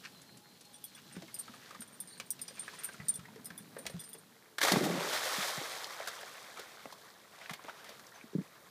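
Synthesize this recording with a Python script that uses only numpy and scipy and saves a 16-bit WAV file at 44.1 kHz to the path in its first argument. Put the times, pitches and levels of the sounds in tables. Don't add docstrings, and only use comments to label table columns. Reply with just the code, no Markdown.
import sys
import numpy as np
from scipy import signal
from scipy.fft import rfft, irfft, next_fast_len
from scipy.io import wavfile
from scipy.ndimage import map_coordinates

SR = 44100
rng = np.random.default_rng(int(sys.argv[2]) if len(sys.argv) > 2 else 0)


def dump(signal):
    limited = np.clip(np.atleast_2d(signal).T, -1, 1)
    pcm = np.round(limited * 32767).astype(np.int16)
    wavfile.write(sys.argv[1], SR, pcm)


N = 383669
TIME = np.arange(N) / SR
AGE = np.arange(SR // 4) / SR


AIR = [(18, -63), (30, -19.5), (215, -1), (252, -6.5), (364, -5.5), (426, -5.5), (600, -10.5), (801, -12),
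       (1040, -10.5), (2230, -34), (2980, -49), (3870, -13), (5040, -21), (14000, -18.5), (16000, -26)]
AIR_DB = -64
# time in seconds, upper tone level in dB, lower tone level in dB.
DRONE = [(0, -76, -93), (1.2, -76, -93), (1.9, -85, -77), (4.2, -99, -75), (8.7, -97, -73.5)]
DRONE_SWAY = [(1, -25), (10, 10), (50, -31), (200, -90)]

# time in seconds, level in dB.
RUMBLE = [(0.0, -64), (0.48, -67), (0.86, -68), (1.15, -65), (1.34, -64.5), (1.55, -67), (2.97, -66),
          (3.38, -61), (3.95, -60), (4.32, -74)]
# time in seconds, scuffing level in dB, grass and grit level in dB.
SCUFF = [(0.0, -65.5, -60.5), (0.43, -68, -65.5), (0.8, -68.5, -62.5), (1.55, -61, -58.5),
         (1.68, -54.5, -58), (1.89, -65, -64.5), (2.29, -65, -63.5), (2.72, -56.5, -55),
         (3.28, -62.5, -64.5), (3.81, -61, -66), (3.97, -59.5, -60), (4.16, -65, -66.5), (4.5, -64, -67)]
HOLLOW = [(50, -84), (100, -2.5), (150, 5.5), (240, 5), (400, -11), (700, -11), (1500, -45)]
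BOARDS = [(150, -28), (350, -2), (900, -2), (1700, 2), (2300, -2), (3000, -14), (5000, -30)]
CLAWS = [(2000, -7), (3300, 2), (5000, -1), (8000, -7), (15000, -17)]
# start in seconds, level in dB, length in seconds.
SKIDS = [(0.023, -32.5, 0.065), (0.95, -44.5, 0.061), (1.079, -45.5, 0.085), (1.14, -43.5, 0.049),
         (1.602, -46, 0.066), (2.55, -44, 0.047), (2.717, -43, 0.061), (2.764, -43, 0.076),
         (2.815, -38, 0.06)]
TURF = [(500, -37), (1200, -7.5), (1650, -1), (2100, -6), (2700, -4), (3200, -12), (5000, -11),
        (14000, -19)]
# start in seconds, level in dB.
SNAPS = [(0.2167, -46), (0.372, -47.5), (0.609, -44), (0.651, -48), (2.9334, -43.5)]
SNAP_COLOUR = [(1500, -3), (4000, 4), (10000, 5.0), (15000, -17)]

# start in seconds, length in seconds, start pitch in Hz,
# fall in Hz, level in dB.
WHISTLES = [(0.117, .08, 4290, 470, -61), (0.258, 0.061, 4320, 420, -61), (.42, 0.095, 4240, 200, -64),
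            (0.53, 0.11, 4400, 150, -69), (0.637, 0.05, 4220, 30, -61), (0.847, .08, 4400, 380, -63),
            (1.018, .09, 4000, 20, -64), (8.142, 0.03, 6460, 750, -59)]
# start in seconds, level of the middle note in dB.
TRILLS = [(.275, -64), (1.38, -57), (2.075, -53.5)]
NOTE_S, NOTE_GAP_S = .027, .022
NOTE_HZ, NOTE_RISE_HZ = 3620, 1200
TRILL_TAPER_DB = 3.5
ARCH_HZ = 69.6
BANK_COLOUR = [(100, 3.0), (1500, -7.0), (5000, -4.5), (15000, -40)]

# start in seconds, level in dB, ring of the main modes in seconds,
# high mode in Hz, its relative level in dB, low mode in Hz, its relative level in dB.
JINGLE = [(0.742, -46.5, .12, 10950, -17, 3420, -3.5), (0.84, -43.5, 0.14, 11930, 5, 3370, -1.5),
          (0.9493, -50, 0.078, 12100, -13, 3390, 3), (1.125, -49, 0.13, 12100, -18, 3420, -7),
          (1.3422, -34.5, 0.11, 12000, -6.5, 4960, -13), (1.388, -37.5, 0.053, 12000, -11, 4970, -24),
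          (1.395, -31.5, 0.047, 12000, -13, 5800, -28), (1.407, -46, 0.03, 10950, -20, 5030, -28),
          (1.8057, -39.5, 0.089, 12100, -10, 5030, -19), (1.8215, -41, 0.069, 13950, -14, 3420, -19),
          (1.876, -53.5, .12, 10950, -5, 3400, -2), (2.002, -36, .1, 11100, -2, 3530, -15),
          (2.074, -45, 0.27, 12100, -20, 5010, -11), (2.119, -53, .22, 10950, -12, 5030, -22),
          (2.178, -49, .14, 10950, -20, 5030, -22), (2.3045, -25, 0.016, 14300, -11, 5800, -19),
          (2.4147, -33.5, 0.1, 14500, -10, 5010, -13), (2.48, -43.5, 0.072, 10900, -9, 4920, 5),
          (2.594, -32.5, 0.17, 10950, -21, 3480, -15), (2.789, -40, 0.089, 10950, -19, 3400, -10),
          (2.835, -39, .05, 12200, -4, 5030, -16), (2.8443, -30, 0.11, 13800, -11, 5860, -23),
          (3.084, -22, 0.082, 13600, -17, 5860, -39), (3.139, -38, .09, 12100, -8, 3490, -9.5),
          (3.1547, -34, 0.041, 10900, -15, 5860, -27), (3.445, -47, .09, 12000, -2, 5860, -8),
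          (3.456, -38.5, 0.091, 13900, -4, 5100, -8.5), (3.5772, -45.5, .15, 11000, 3.5, 3480, -2.5),
          (3.785, -43.5, .2, 12100, -7, 3420, -15), (3.865, -51, 0.19, 11000, -7, 5030, -10),
          (3.899, -51, 0.14, 10950, -3, 5030, -16), (3.994, -42.5, .11, 10950, -18, 3480, -3.5),
          (4.002, -41, 0.11, 12200, -6, 5800, -10), (4.038, -45, 0.39, 12100, -10, 5030, -5),
          (4.089, -50, 0.11, 13950, -3, 5030, -10), (4.131, -42.5, 0.067, 10800, -1.5, 3420, -4),
          (4.184, -53, 0.067, 10900, -4, 5030, -18)]
# pitch in Hz, relative level in dB.
TAG_MAIN = [(8700, -39), (8890, -1.5), (9020, -6), (9250, -14)]
TAG_LOW = [(3440, -2), (5030, 4), (5860, 3), (7220, -19)]
TAG_HIGH = [(10900, 0), (12150, -2), (13950, -3), (14700, -6)]
CLACK = [(7000, -27), (10000, 5), (12200, 1), (13000, 2), (14500, -5), (15500, -14)]
TAG_PUFF = [(6500, -50), (8200, -10), (8900, -8), (9600, -32), (11000, -37)]
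TAG_TICK = [(2200, -42), (3400, 24.5), (7000, 31.5), (9000, -43)]
TAG_PAIR_HZ = 160
CLINK_DB, CLACK_GROWS = -41, 0.19
RUN_S = (.7, 4.2)

# start in seconds, level in dB, ring pitch in Hz,
# relative claw level in dB.
PAWS = [(1.164, -46, 395, -11), (1.221, -45.5, 680, -8), (1.28, -49, 2150, -17), (1.478, -44, 1280, -14),
        (1.537, -46.5, 1230, -11), (1.707, -43, 1210, -9.5), (1.747, -44.5, 1210, -10),
        (1.818, -47.5, 1540, -4), (2.199, -37, 2290, -1), (2.392, -51.5, 2690, 0), (2.483, -53.5, 2450, 5),
        (2.507, -48.5, 524, -24), (2.579, -46, 2390, -20), (2.6785, -35.5, 1677, -18),
        (2.734, -47, 1010, -9), (2.887, -39.5, 1565, -19), (2.942, -46, 1390, -14), (2.999, -41, 1980, -31),
        (3.193, -49.5, 1300, -7), (3.253, -44.5, 1900, -22), (3.282, -49, 930, -20), (3.359, -47, 437, -10),
        (3.503, -41.5, 1610, -13), (3.765, -37.5, 523, -24), (3.79, -46, 546, -12), (3.854, -42, 660, -11),
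        (3.865, -38, 2260, 0.5), (3.897, -44, 530, -8), (4.149, -48, 443, -10)]
# start in seconds, level in dB, pitch in Hz.
BOOMS = [(1.165, -42.5, 185), (1.228, -52.5, 328), (1.491, -51.5, 232), (1.794, -51, 230),
         (2.996, -45.5, 144), (3.186, -47, 143), (3.503, -52, 172), (3.602, -56, 197), (3.941, -39, 167)]

# start in seconds, level in dB,
# bubble pitch in Hz, relative spatter level in dB.
SLAPS = [(4.582, -22.5, 1560, -4.5), (4.606, -34, 900, 1), (4.613, -17.5, 1640, -4.5),
         (4.628, -17.5, 1760, -5), (4.634, -18.5, 424, -1), (4.648, -20, 777, 1), (4.67, -24.5, 600, 3),
         (4.681, -17.5, 1420, -8), (4.682, -23, 705, -16), (4.71, -30, 420, -15), (4.718, -18, 830, 1),
         (4.734, -27, 452, -8), (4.757, -19.5, 600, -19), (5.613, -31.5, 452, -18), (6, -32, 616, -21),
         (6.072, -29.5, 1536, -1.5), (6.081, -34.5, 1510, 2.5), (6.229, -37, 676, -30),
         (6.571, -36, 1470, -10), (6.593, -38.5, 460, 1), (6.854, -37, 530, -15), (6.923, -38.5, 825, -3),
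         (7.381, -43, 890, -9), (7.412, -40, 2080, -20), (7.494, -27.5, 1740, -12),
         (7.507, -37.5, 1640, 0.5), (7.533, -34, 2080, -1.5), (7.592, -39, 980, -23),
         (7.644, -35.5, 387, -30), (7.682, -33.5, 900, -26), (7.693, -31.5, 1285, -14.5),
         (7.842, -42, 1200, -1.5), (7.89, -42.5, 660, 2), (7.993, -43, 1620, -3)]
BUBBLES = [(190, -22.5), (330, -7), (470, -2), (677, -0.5), (721, -0.5), (931, -2.5), (1140, 1),
           (1350, -0.5), (1730, -1.5), (2020, -2), (2900, -8.5), (3770, -10), (6380, -120)]
DROPLETS = [(1710, -18.5), (2900, -14), (3110, -1.5), (3590, 0), (6410, -5), (6930, -6.5), (14100, -12.5),
            (15000, -17), (15700, -16), (16000, -48)]
IMPACTS = [(500, -11), (1900, 5), (2850, -3.5), (3600, -2.5), (15000, -8.5)]

ENTRY_S = 4.605
# delay after entry in seconds, attack in seconds, hold in seconds,
# release in dB per second.
SHEET = (0, .03, .1, 70)
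PLUNGE = (.015, .02, .1, 150)
GURGLE = (0.108, 0.032, 0.35, 120)
FALLBACK = (.15, .32, .35, 55)
FOAM = (0.16, 0.59, 0.38, 11.24)
THROB = (0.2, 0.037, 0.11, 150)
RIPPLES = (2.58, 0.29, 0.2, 3.2)
# bubbles in dB, droplets in dB.
SHEET_DB = (-33.5, -35)
FALLBACK_DB = (-38, -38.5)
FOAM_DB = (-45, -47.5)
RIPPLES_DB = (-58.5, -63)
DROPLET_LAG_S = 0.065
PLUNGE_DB, GURGLE_DB, THROB_DB = -40, -38, -40
BREAKUP_S, BREAKUP_OCTAVES = 0.505, 1.12
CHURN = [(200, -7), (350, -7), (800, -11), (1200, -3), (1900, 10), (3000, -7), (6000, -40)]
GURGLE_COLOUR = [(150, -9), (330, 0.5), (500, -2.5), (750, -7.0), (1400, -9)]
POCKETS = [(70, -34), (110, -3), (160, 7.5), (280, 1.5), (420, -9), (700, -25), (1500, -69)]
# start in seconds, level in dB, pitch in Hz.
GULPS = [(4.717, -22.5, 293), (4.73, -19.5, 186), (4.764, -19, 166), (4.806, -30, 365), (4.811, -23.5, 233),
         (4.827, -28, 284), (4.851, -31, 166), (4.882, -33, 190), (4.943, -36, 175), (4.975, -34, 175),
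         (5.382, -30.5, 186), (5.576, -32, 151), (6.855, -43.5, 270), (7.506, -38.5, 163),
         (8.239, -41, 224), (8.331, -42.5, 392), (8.35, -26, 300), (8.351, -25, 174), (8.382, -25.5, 189),
         (8.396, -38, 200), (8.408, -37, 288)]
# start in seconds, level in dB.
CLUMPS = [(4.831, -29.5), (5.014, -41), (5.119, -28.5), (5.35, -31.5), (5.436, -32.5), (5.46, -37)]
# start in seconds, level in dB, pitch in Hz.
DRIPS = [(5.8435, -27.5, 4070), (6.781, -42, 1250), (6.856, -37.5, 1000), (6.9045, -45, 1180),
         (7.459, -32, 2220), (7.8263, -55, 1170), (8.067, -43.5, 5480), (8.212, -42, 2170)]
# start in seconds, level in dB, from pitch in Hz,
# to pitch in Hz.
STROKES = [(6.165, -44.5, 478, 748), (6.555, -40.5, 1103, 1480), (7.378, -45, 955, 413),
           (7.404, -43, 1302, 1950), (7.473, -43, 1190, 600), (7.65, -43, 397, 1300),
           (7.755, -45, 896, 2010), (7.835, -43.5, 2200, 1480), (7.875, -45.5, 528, 471),
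           (8.13, -46, 700, 1010)]
STROKE_S = .075
SWISH = [(250, -11), (450, 1.5), (1600, 4.0), (3000, 2.5), (6000, -6.0), (15000, -29)]
TOP_HZ = 15500


def amp(db):
    return 10 ** (np.asarray(db) / 20)


def unit(x):
    return x / np.sqrt(np.mean(x ** 2) + 1e-20)


def crest(x):
    return x / (np.abs(x).max() + 1e-20)


def add(track, s, sound):
    room = track[max(round(s * SR), 0):][:len(sound)]
    room += sound[:len(room)]


def gains(rows, fade=.02):
    s, *cols = np.transpose(rows)
    gate = np.clip(1 + np.minimum(TIME - s[0], s[-1] - TIME) / fade, 0, 1)
    return [gate * amp(np.interp(TIME, s, c)) for c in cols]


def colour(x, spectrum):
    size = next_fast_len(len(x) + 4096)
    hz, db = np.transpose(spectrum)
    log_hz = np.log(np.fft.rfftfreq(size, 1 / SR) + 1)
    gain = amp(np.interp(log_hz, np.log(hz), db))
    return unit(irfft(rfft(x, size) * gain, size)[:len(x)])


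def noise(spectrum, size=N):
    return colour(rng.standard_normal(size), spectrum)


def low_cut(x, hz, order=2):
    return signal.sosfilt(signal.butter(order, hz, "high", fs=SR, output="sos"), x)


def flutter(rate, depth_db):
    knots = rng.standard_normal(4096)
    return amp(depth_db * map_coordinates(knots, [TIME * rate], mode="wrap"))


def blow(attack, t60):
    return (1 - np.exp(-(AGE / attack) ** 2)) * amp(-60 * AGE / t60)


def burst(spectrum, attack, t60):
    return crest(noise(spectrum, size=len(AGE)) * blow(attack, t60))


def ping(hz, attack, t60, rise=0):
    pitch = hz * (1 + rise * np.minimum(AGE / t60, 1))
    turns = np.cumsum(pitch) / SR + rng.random()
    return crest(np.sin(2 * np.pi * turns) * blow(attack, t60))


def around(hz, skirt_db):
    return [(hz / 4, -2.5 * skirt_db), (hz / 2, -skirt_db), (hz / 1.15, 0),
            (hz * 1.15, 0), (hz * 2, -skirt_db), (hz * 4, -2.5 * skirt_db)]


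def grains(count, lo_hz, hi_hz, cycles, spread_db, size, octaves=0):
    when, pitch, strength, life = rng.random((count, 4)).T[:, :, None]
    hz = lo_hz * (hi_hz / lo_hz) ** pitch
    weight = amp(-spread_db * np.log(1 - .99 * strength)) * hz / hi_hz
    breakup = np.clip((when * N / SR - ENTRY_S) / BREAKUP_S, 0, 1)
    turns = hz * 2 ** (octaves * breakup ** 2) * np.arange(size) / SR
    age = turns / (cycles * (.5 + life))
    waves = weight * np.sin(2 * np.pi * turns * (1 + age / 10)) * amp(-60 * age)
    waves = waves * np.minimum(np.linspace(4, 0, size), 1)
    index = (when * N).astype(int) + np.arange(size)
    return unit(np.bincount(index.ravel(), waves.ravel(), N + size)[:N])


def air():
    return amp(AIR_DB) * noise(AIR) * flutter(4, 1.0)


def drone(upper_hz=828, lower_hz=436):
    out = np.zeros(N)
    for gain, hz in zip(gains(DRONE), (upper_hz, lower_hz)):
        fuzz = noise(DRONE_SWAY) + 1j * noise(DRONE_SWAY)
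        out += gain * unit(np.real(fuzz * np.exp(2j * np.pi * hz * TIME)))
    return out * flutter(7, 1.2)


def gallop():
    rumble, = gains(RUMBLE, fade=0.16)
    scuff, grass = gains(SCUFF, fade=0.94)
    crackle = grains(count=9000, lo_hz=2500, hi_hz=14000, cycles=4, spread_db=3.8, size=64)
    patter = grains(count=4000, lo_hz=400, hi_hz=3200, cycles=12, spread_db=2.6, size=512)
    low = amp(0.5) * rumble * noise(HOLLOW) * flutter(14, 2.8)
    pads = amp(-6.5) * noise(BOARDS) + amp(-4.5) * colour(patter, BOARDS)
    stalks = amp(-3.5) * noise(CLAWS) + amp(-5.5) * colour(crackle, CLAWS)
    return low + scuff * pads * flutter(35, 1.6) + grass * stalks


def skids():
    out = np.zeros(N)
    grit = grains(count=16000, lo_hz=900, hi_hz=9000, cycles=6, spread_db=2, size=192)
    for s, db, length in SKIDS:
        pressure = np.sin(np.pi * np.minimum(AGE / length, 1)) ** 2
        scrape = colour(grit[round(s * SR):][:len(AGE)], TURF)
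        add(out, s, amp(db) * crest(pressure * scrape))
    return out


def snaps():
    out = np.zeros(N)
    for s, db in SNAPS:
        add(out, s, amp(db) * burst(SNAP_COLOUR, 0.00044, 0.056))
    return out


def banks(x, t60=0.11):
    tail = noise(BANK_COLOUR, size=len(AGE)) * blow(0.0068, t60)
    return signal.fftconvolve(x, tail / np.linalg.norm(tail))[:N]


def chirp(length, hz, glide_hz):
    u = np.minimum(AGE / length, 1)
    arch = np.sin(np.pi * u)
    waver = 22 * noise([(1, 0), (120, 0), (400, -40)], size=len(AGE))
    pitch = hz + glide_hz * u + ARCH_HZ * arch + waver
    return arch * np.sin(2 * np.pi * np.cumsum(pitch) / SR)


def whistles():
    out = np.zeros(N)
    for s, length, hz, fall_hz, db in WHISTLES:
        add(out, s, amp(db) * chirp(length, hz, -fall_hz))
    return out


def trills(count=5):
    out = np.zeros(N)
    for s, db in TRILLS:
        for k in range(count):
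            note_db = db - TRILL_TAPER_DB * abs(k - count // 2)
            add(out, s + k * NOTE_GAP_S, amp(note_db) * chirp(NOTE_S, NOTE_HZ, NOTE_RISE_HZ))
    return out


def bird():
    falling, rising = whistles(), trills()
    return falling + rising + banks(amp(-7) * falling + amp(-13) * rising, t60=.4)


def ring(modes, t60, scatter_db=3, detune=0.0071):
    tones = []
    for hz, db in modes:
        gain = amp(db + scatter_db * rng.normal())
        tones.append(gain * ping(hz * (1 + detune * rng.normal()), 0.00041, t60))
    return crest(sum(tones))


def rattle(count=22, db=-55):
    out = np.zeros(N)
    for s, change_db in zip(rng.uniform(*RUN_S, count), rng.normal(0, 2.2, count)):
        brush = ring(TAG_MAIN, .1, detune=.012) + amp(-6) * ring(TAG_HIGH, .1, scatter_db=5)
        add(out, s, amp(db + change_db) * brush)
    return out


def tags():
    out = np.zeros(N)
    for s, db, t60, high_hz, high_db, low_hz, low_db in JINGLE:
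        main = ring(TAG_MAIN, t60, scatter_db=4.5, detune=0.008)
        main += amp(-8.5) * burst(TAG_PUFF, 0.0022, 0.073)
        pair = [(high_hz, 0), (high_hz + TAG_PAIR_HZ, -6)]
        high = amp(-1.5) * ring(pair, .08)
        high += amp(-2.5) * ring(TAG_HIGH, 0.075, scatter_db=4, detune=0.009)
        clack = amp(1.0 + CLACK_GROWS * (db - CLINK_DB)) * burst(CLACK, 0.0007, 0.06)
        low = amp(-4) * ping(low_hz, .0003, .085)
        low += amp(-4) * ring(TAG_LOW, 0.075, scatter_db=5, detune=0.009)
        tick = amp(-13.5) * burst(TAG_TICK, 0.00035, 0.051)
        add(out, s, amp(db) * (main + amp(high_db) * (high + clack) + amp(low_db) * low + tick))
        for lag, loss_db in zip(np.cumsum(rng.uniform(0.004, .011, size=2)), (5, 9)):
            touch = ring(TAG_MAIN, 0.028, scatter_db=10, detune=0.025)
            touch += amp(high_db) * burst(CLACK, .0003, .025)
            add(out, s + lag, amp(db - loss_db) * touch)
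    return out


def paws():
    out = np.zeros(N)
    for s, db, hz, claw_db in PAWS:
        knock = amp(-2.5) * burst(BOARDS, 0.0012, 0.059)
        knock += amp(-4.0) * burst(around(hz, skirt_db=18.5), 0.0033, 0.046)
        knock += amp(-3.5) * ping(hz, 0.0022, 0.039)
        scratch = amp(claw_db + 10.0) * burst(CLAWS, 0.00029, 0.043)
        add(out, s, amp(db) * (knock + scratch))
    return out


def booms():
    out = np.zeros(N)
    for s, db, hz in BOOMS:
        boom = amp(4.5) * ping(hz, 0.0036, 0.076) + amp(-5.0) * burst(HOLLOW, 0.00073, 0.096)
        add(out, s, amp(db) * boom)
    return out


def slaps():
    out = np.zeros(N)
    for s, db, hz, spatter_db in SLAPS:
        smack = amp(-7.5) * burst(BUBBLES, 0.0028, 0.035)
        smack += amp(-5) * burst(around(hz, skirt_db=16), 0.0032, 0.03)
        smack += amp(-11.5) * ping(hz, 0.0025, 0.03, rise=0.16)
        spatter = amp(spatter_db - 0.5) * burst(DROPLETS, 0.0018, 0.05)
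        add(out, s, amp(db) * (smack + spatter))
    return out


def swell(stage, lag=0):
    delay, attack, hold, release = stage
    age = TIME - ENTRY_S - delay - lag
    rise = np.sin(np.pi / 2 * np.clip(age / attack, 0, 1)) ** 2
    return rise * amp(-release * np.maximum(age - attack - hold, 0))


def wake():
    return [np.hypot(amp(foam_db) * swell(FOAM), amp(ripples_db) * swell(RIPPLES))
            for foam_db, ripples_db in zip(FOAM_DB, RIPPLES_DB)]


def spray():
    layers = []
    for sheet_db, fall_db, lag, foam in zip(SHEET_DB, FALLBACK_DB, (0, DROPLET_LAG_S), wake()):
        stages = [amp(sheet_db) * swell(SHEET), amp(fall_db) * swell(FALLBACK, lag), foam]
        layers.append(np.linalg.norm(stages, axis=0))
    bubbles, droplets = layers
    plinks = grains(count=6000, lo_hz=420, hi_hz=3047, cycles=26, spread_db=2, size=800)
    fizz = grains(count=20000, lo_hz=2980, hi_hz=13900, cycles=3.9, spread_db=2.5, size=96)
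    body = amp(-4.5) * colour(plinks, BUBBLES) + amp(-6.5) * noise(BUBBLES)
    top = amp(-8) * colour(fizz, DROPLETS) + amp(-4) * noise(DROPLETS)
    ticks = grains(count=4500, lo_hz=900, hi_hz=8000, cycles=3.5, spread_db=2.4, size=128)
    tick_gain = np.hypot(amp(FALLBACK_DB[1]) * swell(FALLBACK), amp(FOAM_DB[1]) * swell(FOAM))
    crackle = amp(-7) * tick_gain * colour(ticks, IMPACTS)
    wash = bubbles * body * flutter(40, 0.77) + droplets * top * flutter(39, 0.43)
    return (wash + crackle) * flutter(32, 1.0)


def plunge():
    churn = grains(count=7000, lo_hz=304, hi_hz=2430, cycles=15, spread_db=2.0, size=700)
    return amp(PLUNGE_DB) * swell(PLUNGE) * colour(churn, CHURN)


def gurgle():
    boil = grains(count=2600, lo_hz=141, hi_hz=396, cycles=10, spread_db=1.2, size=2400)
    babble = grains(count=5000, lo_hz=220, hi_hz=700, cycles=14, spread_db=.8, size=1800,
                    octaves=BREAKUP_OCTAVES)
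    large = amp(THROB_DB) * swell(THROB) * colour(boil, POCKETS)
    small = amp(GURGLE_DB) * swell(GURGLE) * colour(babble, GURGLE_COLOUR)
    return large + small


def gulps():
    out = np.zeros(N)
    for s, db, hz in GULPS:
        throb = amp(-0.5) * ping(hz, 0.0019, 0.033, rise=0.07)
        add(out, s, amp(db) * (throb + amp(-8.0) * burst(POCKETS, 0.0047, 0.073)))
    return out


def cavity():
    return low_cut(plunge() + gurgle() + gulps(), hz=133, order=4)


def clumps():
    out = np.zeros(N)
    for s, db in CLUMPS:
        splatter = burst(BUBBLES, 0.0097, 0.13) + amp(-2.0) * burst(DROPLETS, 0.0099, 0.26)
        add(out, s, amp(db) * splatter)
    return out * flutter(220, 2.0)


def drips():
    out = np.zeros(N)
    for s, db, hz in DRIPS:
        plink = amp(-6) * ping(hz, 0.0005, 0.01, rise=0.2)
        add(out, s, amp(db) * (plink + amp(-2) * burst(around(hz, skirt_db=20), 0.0005, 0.018)))
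    return out


def swirl(from_hz, to_hz, width_hz=130):
    u = np.minimum(AGE / STROKE_S, 1)
    band = [(1, 0), (width_hz, 0), (width_hz * 8, -50)]
    rush = noise(band, size=len(AGE)) + 1j * noise(band, size=len(AGE))
    turns = np.cumsum(from_hz * (to_hz / from_hz) ** u) / SR
    return crest(np.sin(np.pi * u) * np.real(rush * np.exp(2j * np.pi * turns)))


def paddling():
    out = np.zeros(N)
    for s, db, from_hz, to_hz in STROKES:
        swish = burst(SWISH, 0.038, 0.22)
        add(out, s, amp(db) * (amp(-3.5) * swish + amp(-7.0) * swirl(from_hz, to_hz)))
    plops = grains(count=1400, lo_hz=450, hi_hz=2200, cycles=30, spread_db=1.7, size=1600)
    ticks = grains(count=1500, lo_hz=2460, hi_hz=11100, cycles=9, spread_db=2.4, size=128)
    bubbles, droplets = wake()
    pops = amp(-7.3) * bubbles * colour(plops, BUBBLES)
    pops += amp(-7.5) * droplets * colour(ticks, DROPLETS)
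    return out + pops * flutter(16, 2)


def scene():
    run = skids() + snaps() + rattle() + tags() + paws() + booms()
    hits = run + slaps() + drips() + paddling()
    background = air() + drone() + bird()
    splash = spray() + cavity() + clumps()
    return (hits + amp(-15.0) * banks(hits) + gallop() + splash + background)[None]


def record(dry, bass_hz=75):
    size = next_fast_len(N + SR // 2)
    keep = np.fft.rfftfreq(size, 1 / SR) < TOP_HZ
    return irfft(rfft(low_cut(dry, bass_hz), size) * keep, size)[:, :N]


dry = scene()
out = record(dry)
dump(out)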